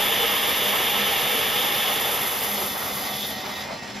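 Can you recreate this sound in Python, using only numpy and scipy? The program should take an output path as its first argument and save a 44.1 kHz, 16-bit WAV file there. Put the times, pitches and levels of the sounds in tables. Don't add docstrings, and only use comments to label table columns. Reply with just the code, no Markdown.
import sys
import numpy as np
from scipy import signal
from scipy.fft import rfft, irfft
from scipy.io import wavfile

SR = 44100
rng = np.random.default_rng(int(sys.argv[2]) if len(sys.argv) > 2 else 0)


def unload_audio(sound):
    columns = np.transpose(np.atleast_2d(sound))
    steps = np.round(np.clip(columns, -1, 1) * 32767)
    wavfile.write(sys.argv[1], SR, steps.astype(np.int16))


N = 176400
TIME = np.arange(N) / SR
FREQS = np.fft.rfftfreq(N, 1 / SR)


def amp(db):
    return 10 ** (np.asarray(db) / 20)


def curve_at(points, hz):
    f, value = np.transpose(points)
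    return np.interp(np.log(hz + 1), np.log(f + 1), value)


def drift(rate_hz, size=2048):
    f = np.fft.rfftfreq(size, N / SR / size)
    slow = irfft(rfft(rng.standard_normal(size)) * (f > 1) / (1 + (f / rate_hz) ** 4), size)
    return np.interp(np.arange(N) * size / N, np.arange(size), slow / slow.std())


def fader(points, flutter_db, flutter_hz):
    return amp(np.interp(TIME, *np.transpose(points)) + flutter_db * drift(flutter_hz))


def enclosure(count=40, mean_delay_s=.022, treble_wet=.09):
    delay_s = (.5 + rng.random(count)) * mean_delay_s
    taps = np.zeros(N)
    taps[(delay_s * SR).astype(int)] = rng.standard_normal(count)
    wet = treble_wet * FREQS / (FREQS + 900)
    return np.sqrt(1 - wet) + np.sqrt(wet) * rfft(taps) / np.linalg.norm(taps)


# f/Hz, coherence/0-1
STEREO_COHERENCE = [(100, .97), (300, .94), (500, .7), (900, .64), (1450, .4), (1900, .9), (3500, .96),
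                    (5000, .98), (5800, .8), (7200, .78), (8000, .98), (8800, .98), (9300, .82),
                    (10800, .88), (11700, .99), (12300, .98), (13300, .76), (14500, .82), (15300, .99)]
# f/Hz, phase/rad
STEREO_LEAD = [(300, 0), (800, .1), (1200, -.8), (1800, 0), (2900, .42), (4000, 0), (5100, 0), (5800, -.9),
               (6600, -.9), (7400, -1.9), (7900, -3), (8800, -3.3), (9200, -3.9), (10000, -4.7),
               (11500, -6.2), (12400, -6.35), (14400, -8.5), (15300, -9.4)]
# f/Hz, level/dB
STEREO_PAN = [(60, 0.7), (300, 2.6), (500, 1.5), (900, -0.5), (2000, -3.2), (3500, -0.2), (8000, 0)]
# f/Hz, level/dB
FLAT_EQ = [(20, 0), (20000, 0)]

def noise(eq, grain_db=0):
    grain = amp(grain_db * np.repeat(rng.standard_normal(N), 32)[:N])
    impacts = rng.standard_normal((2, N)) * grain
    mid, side = rfft(impacts / impacts.std())
    coherence = curve_at(STEREO_COHERENCE, FREQS)
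    mid *= np.sqrt((1 + coherence) / 2) * enclosure()
    side *= np.sqrt((1 - coherence) / 2) * enclosure()
    pan = amp(curve_at(STEREO_PAN, FREQS) / 2) * np.exp(.5j * curve_at(STEREO_LEAD, FREQS))
    stereo = np.array([(mid + side) * pan, (mid - side) / pan])
    return irfft(stereo * amp(curve_at(eq, FREQS)) * np.sqrt(SR / 2), N)


def tone(hz, db, waver, waver_hz=9.8, spread_rad=0.61):
    envelope = np.sqrt(1 - waver) + np.sqrt(waver / 2) * (drift(waver_hz) + 1j * drift(waver_hz))
    phase = 2 * np.pi * rng.random() + spread_rad * hz / (hz + 400) * rng.standard_normal((2, 1))
    pan = amp(curve_at(STEREO_PAN, hz) * np.array([[.5], [-.5]]))
    return np.sqrt(2) * amp(db) * pan * envelope * np.exp(1j * (2 * np.pi * hz * TIME + phase))


# f/Hz, level/dB
MACHINE_EQ = [(20,-130), (30,-116), (38,-98), (50,-75.5), (62,-77), (80,-67.5), (100,-75.5), (130,-67.5),
              (170,-69), (240,-64.5), (300,-71), (430,-77.5), (620,-67.5), (900,-72.5), (1100,-78),
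              (1300,-75.5), (1800,-74), (2100,-71.5), (2500,-78.5), (3500,-77.5), (4500,-79.5), (5300,-77),
              (6700,-86), (7500,-81), (9000,-95), (11500,-95), (14500,-101), (15600,-100)]
# f/Hz, level/dB, waver/0-1
MOTOR_TONES = [(128,-59.5,0.5), (275,-54,0.75), (484.5,-56,0.65), (383,-53,0.8), (607,-54,.85),
               (753.5,-46,0.73), (826,-55.5,0.97), (916,-50.5,0.97), (1172,-53.5,0.83), (2107,-54.5,.3),
               (2230,-59,0.5), (2448,-54,0.5), (2640,-52.5,0.7), (2970,-52,0.34), (3350,-57,0.6),
               (4150,-52,.6), (4340,-62,0.6), (5250,-56,0.5)]
# t/s, level/dB
MOTOR_RIDE = [(0,-0.5), (3.3,1), (3.6,-0.5), (3.72,-1), (4,-1.5)]

def machine(tone_trim_db=-0.3):
    running = noise(MACHINE_EQ, grain_db=1.0) * amp(1.6 * drift(25))
    tones = sum(tone(*row).real for row in MOTOR_TONES)
    return running + tones * amp(tone_trim_db + np.interp(TIME, *np.transpose(MOTOR_RIDE)))


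# t/s, level/dB
HUM_RIDE = [(0,-1), (.25,-5), (.42,4), (.56,-9), (.69,6.5), (.82,-12), (1.02,6), (1.18,-4.5), (1.33,3.5),
            (1.45,-10), (1.55,1.5), (2.2,-5.5), (2.45,2), (2.7,-1.5), (3.08,-1), (3.3,-1), (3.88,-6),
            (3.96,4)]

def pump_hum():
    return tone(hz=204.6, db=-45, waver=0.15).real * fader(HUM_RIDE, flutter_db=0.5, flutter_hz=13)


# f/Hz, level/dB, beat/Hz, neighbour gain/0-1, one crest/s, fade end/s, fade length/s
DRIVE_WHINES = [(1883, -47.2, 3.7, .8, 3.32, 4.2, .55), (2047, -46.8, 11, .62, 3.17, 3.8, .15)]

def drive_whines():
    out = 0
    for hz, db, beat_hz, neighbour, crest_s, end_s, fade_s in DRIVE_WHINES:
        beat = 1 + neighbour * np.exp(2j * np.pi * beat_hz * (TIME - crest_s))
        fade = np.clip((end_s - TIME) / fade_s, 0, 1)
        out += (tone(hz, db, waver=0.048) * beat).real * fade
    return out


# f/Hz, width/Hz, peak level/dB
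METAL_MODES = [(478, 36, -54.5), (601, 20, -58), (821, 40, -55.5), (1286, 43, -58), (3040, 88, -59),
               (3547, 67, -55.5)]
# t/s, level/dB
METAL_RIDE = [(0,1), (.7,0), (1.35,-0.5), (1.95,-0.5), (2.3,-5), (2.6,-4.5), (2.8,-10), (3.2,-11), (4,-35)]

def metal_ring(wander_hz=5.8, wander_rate_hz=8.9):
    source, out = rfft(noise(FLAT_EQ)), 0
    for hz, width, db in METAL_MODES:
        ring = 2 * np.fft.ifft(source * amp(db) / (1 + 2 * ((FREQS - hz) / width) ** 2), N)
        wander_cycles = np.cumsum(wander_hz * drift(wander_rate_hz)) / SR
        out += (ring * np.exp(2j * np.pi * wander_cycles)).real
    return out * fader(METAL_RIDE, flutter_db=1.8, flutter_hz=11)


# t/s, length/s, level/dB, f/Hz, half-width/Hz
SPURT_CUES = [(1.373, 0.16, -53.5, 462, 50), (1.598, .10, -58, 3300, 420), (2.593, 0.094, -62, 850, 200),
              (2.902, .08, -66, 780, 220), (3.023, .13, -71, 4820, 231), (3.073, 0.15, -62, 710, 160),
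              (3.11, 0.13, -64, 3570, 220), (3.19, 0.25, -68.5, 3460, 360), (3.233, 0.052, -61, 3480, 298),
              (3.57, 0.14, -69, 3750, 280), (3.71, 0.11, -58, 615, 85), (3.703, 0.14, -64, 895, 100)]

def spurts():
    source, out = rfft(noise(FLAT_EQ)), 0
    for peak_s, length_s, db, hz, half_width in SPURT_CUES:
        band = irfft(source / (1 + ((FREQS - hz) / half_width) ** 4), N)
        band = np.roll(band, rng.integers(N), axis=1)
        swell = np.exp(-(2 * (TIME - peak_s) / length_s) ** 2)
        out += amp(db) * band * swell
    return out


# f/Hz, level/dB
SPLASH_EQ = [(200,-85.5), (340,-67), (420,-61.5), (500,-66), (580,-62.5), (690,-62), (930,-62), (1120,-60),
             (1400,-65.5), (1700,-70), (2500,-69), (6000,-110)]
RASP_EQ = [(1000,-77.5), (1500,-79), (1640,-64.5), (1800,-59), (1950,-68.5), (2100,-61), (2400,-62),
           (2530,-69), (2650,-60.5), (2800,-58.5), (3170,-60.5), (3280,-58), (3560,-59), (3720,-65),
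           (4000,-74.5), (7000,-105)]
SPRAY_EQ = [(2000, -89.5), (2800, -77.5), (3250, -69), (3550, -65), (3750, -68), (4050, -73.5),
            (4450, -73.5), (5000, -69), (5400, -77), (5750, -74.5), (6800, -77), (9000, -135),
            (16000, -110)]
HISS_EQ = [(3000,-100), (5500,-77), (6150,-73), (6450,-76), (6750,-73.5), (7080,-76), (7450,-70.5),
           (7900,-74.5), (8500,-75), (9300,-70.5), (9900,-70.5), (10450,-67), (10650,-68.5), (10850,-64),
           (11100,-66), (11600,-61.5), (12100,-62.3), (12350,-65), (12850,-66), (13300,-71.5), (13800,-70),
           (14600,-71.5), (15200,-66.5), (15700,-65.5)]
# t/s, level/dB
SPLASH_RIDE = [(0,0), (0.5,0.5), (1,0.2), (1.3,-0.6), (1.7,-1), (2.2,0), (2.42,-3), (2.6,-3), (2.72,-4.5),
               (2.88,-2.5), (2.98,-6.5), (3.07,-6), (3.33,-17), (3.45,-4.5), (3.63,-9.5), (3.7,-6.5),
               (3.81,-18), (4,-15)]
RASP_RIDE = [(0, 2), (0.5, 0.5), (1, 1.5), (1.6, 0.3), (1.9, -0.8), (2.2, -5), (2.42, -8.5), (2.6, -8.5),
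             (2.75, -25), (3.3, -23), (4, -39)]
SPRAY_RIDE = [(0, 2), (1.9, 2), (2.3, -1.5), (2.6, 0), (2.72, -2), (2.95, -1.5), (3.1, -1), (3.25, 0),
              (3.36, -3), (3.5, -3.5), (3.63, -3), (3.68, -16), (4, -16)]
HISS_RIDE = [(0, -0.9), (1, -1.1), (1.7, -1.7), (2.1, -0.7), (2.4, -1.7), (2.64, -1.0), (2.71, -5),
             (3, -5.5), (3.12, -7.5), (3.29, -7), (3.38, -17), (3.62, -16.5), (3.69, -31), (3.79, -39),
             (4, -32)]
TOOL_CHOP = [(2, .05), (4, .04), (5, .03)]

def jet(spindle_hz=25.6):
    chop = 1 + sum(depth * np.cos(2 * np.pi * (multiple * spindle_hz * TIME + rng.random()))
                   for multiple, depth in TOOL_CHOP)
    splash = noise(SPLASH_EQ, grain_db=1.0) * fader(SPLASH_RIDE, flutter_db=1.53, flutter_hz=28)
    rasp = noise(RASP_EQ, grain_db=0.5) * fader(RASP_RIDE, flutter_db=0.3, flutter_hz=25)
    spray = noise(SPRAY_EQ, grain_db=1.7) * fader(SPRAY_RIDE, flutter_db=0.9, flutter_hz=45)
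    hiss = noise(HISS_EQ, grain_db=0.85) * fader(HISS_RIDE, flutter_db=0.86, flutter_hz=24)
    return splash + chop * (rasp + spray + hiss)


def scene():
    return jet() + metal_ring() + spurts() + machine() + pump_hum() + drive_whines()


def record(dry):
    high_cut = signal.firwin(1023, cutoff=15740, window=("kaiser", 9), fs=SR)
    return signal.oaconvolve(dry, high_cut[None], "same")


dry = scene()
out = record(dry)
unload_audio(out)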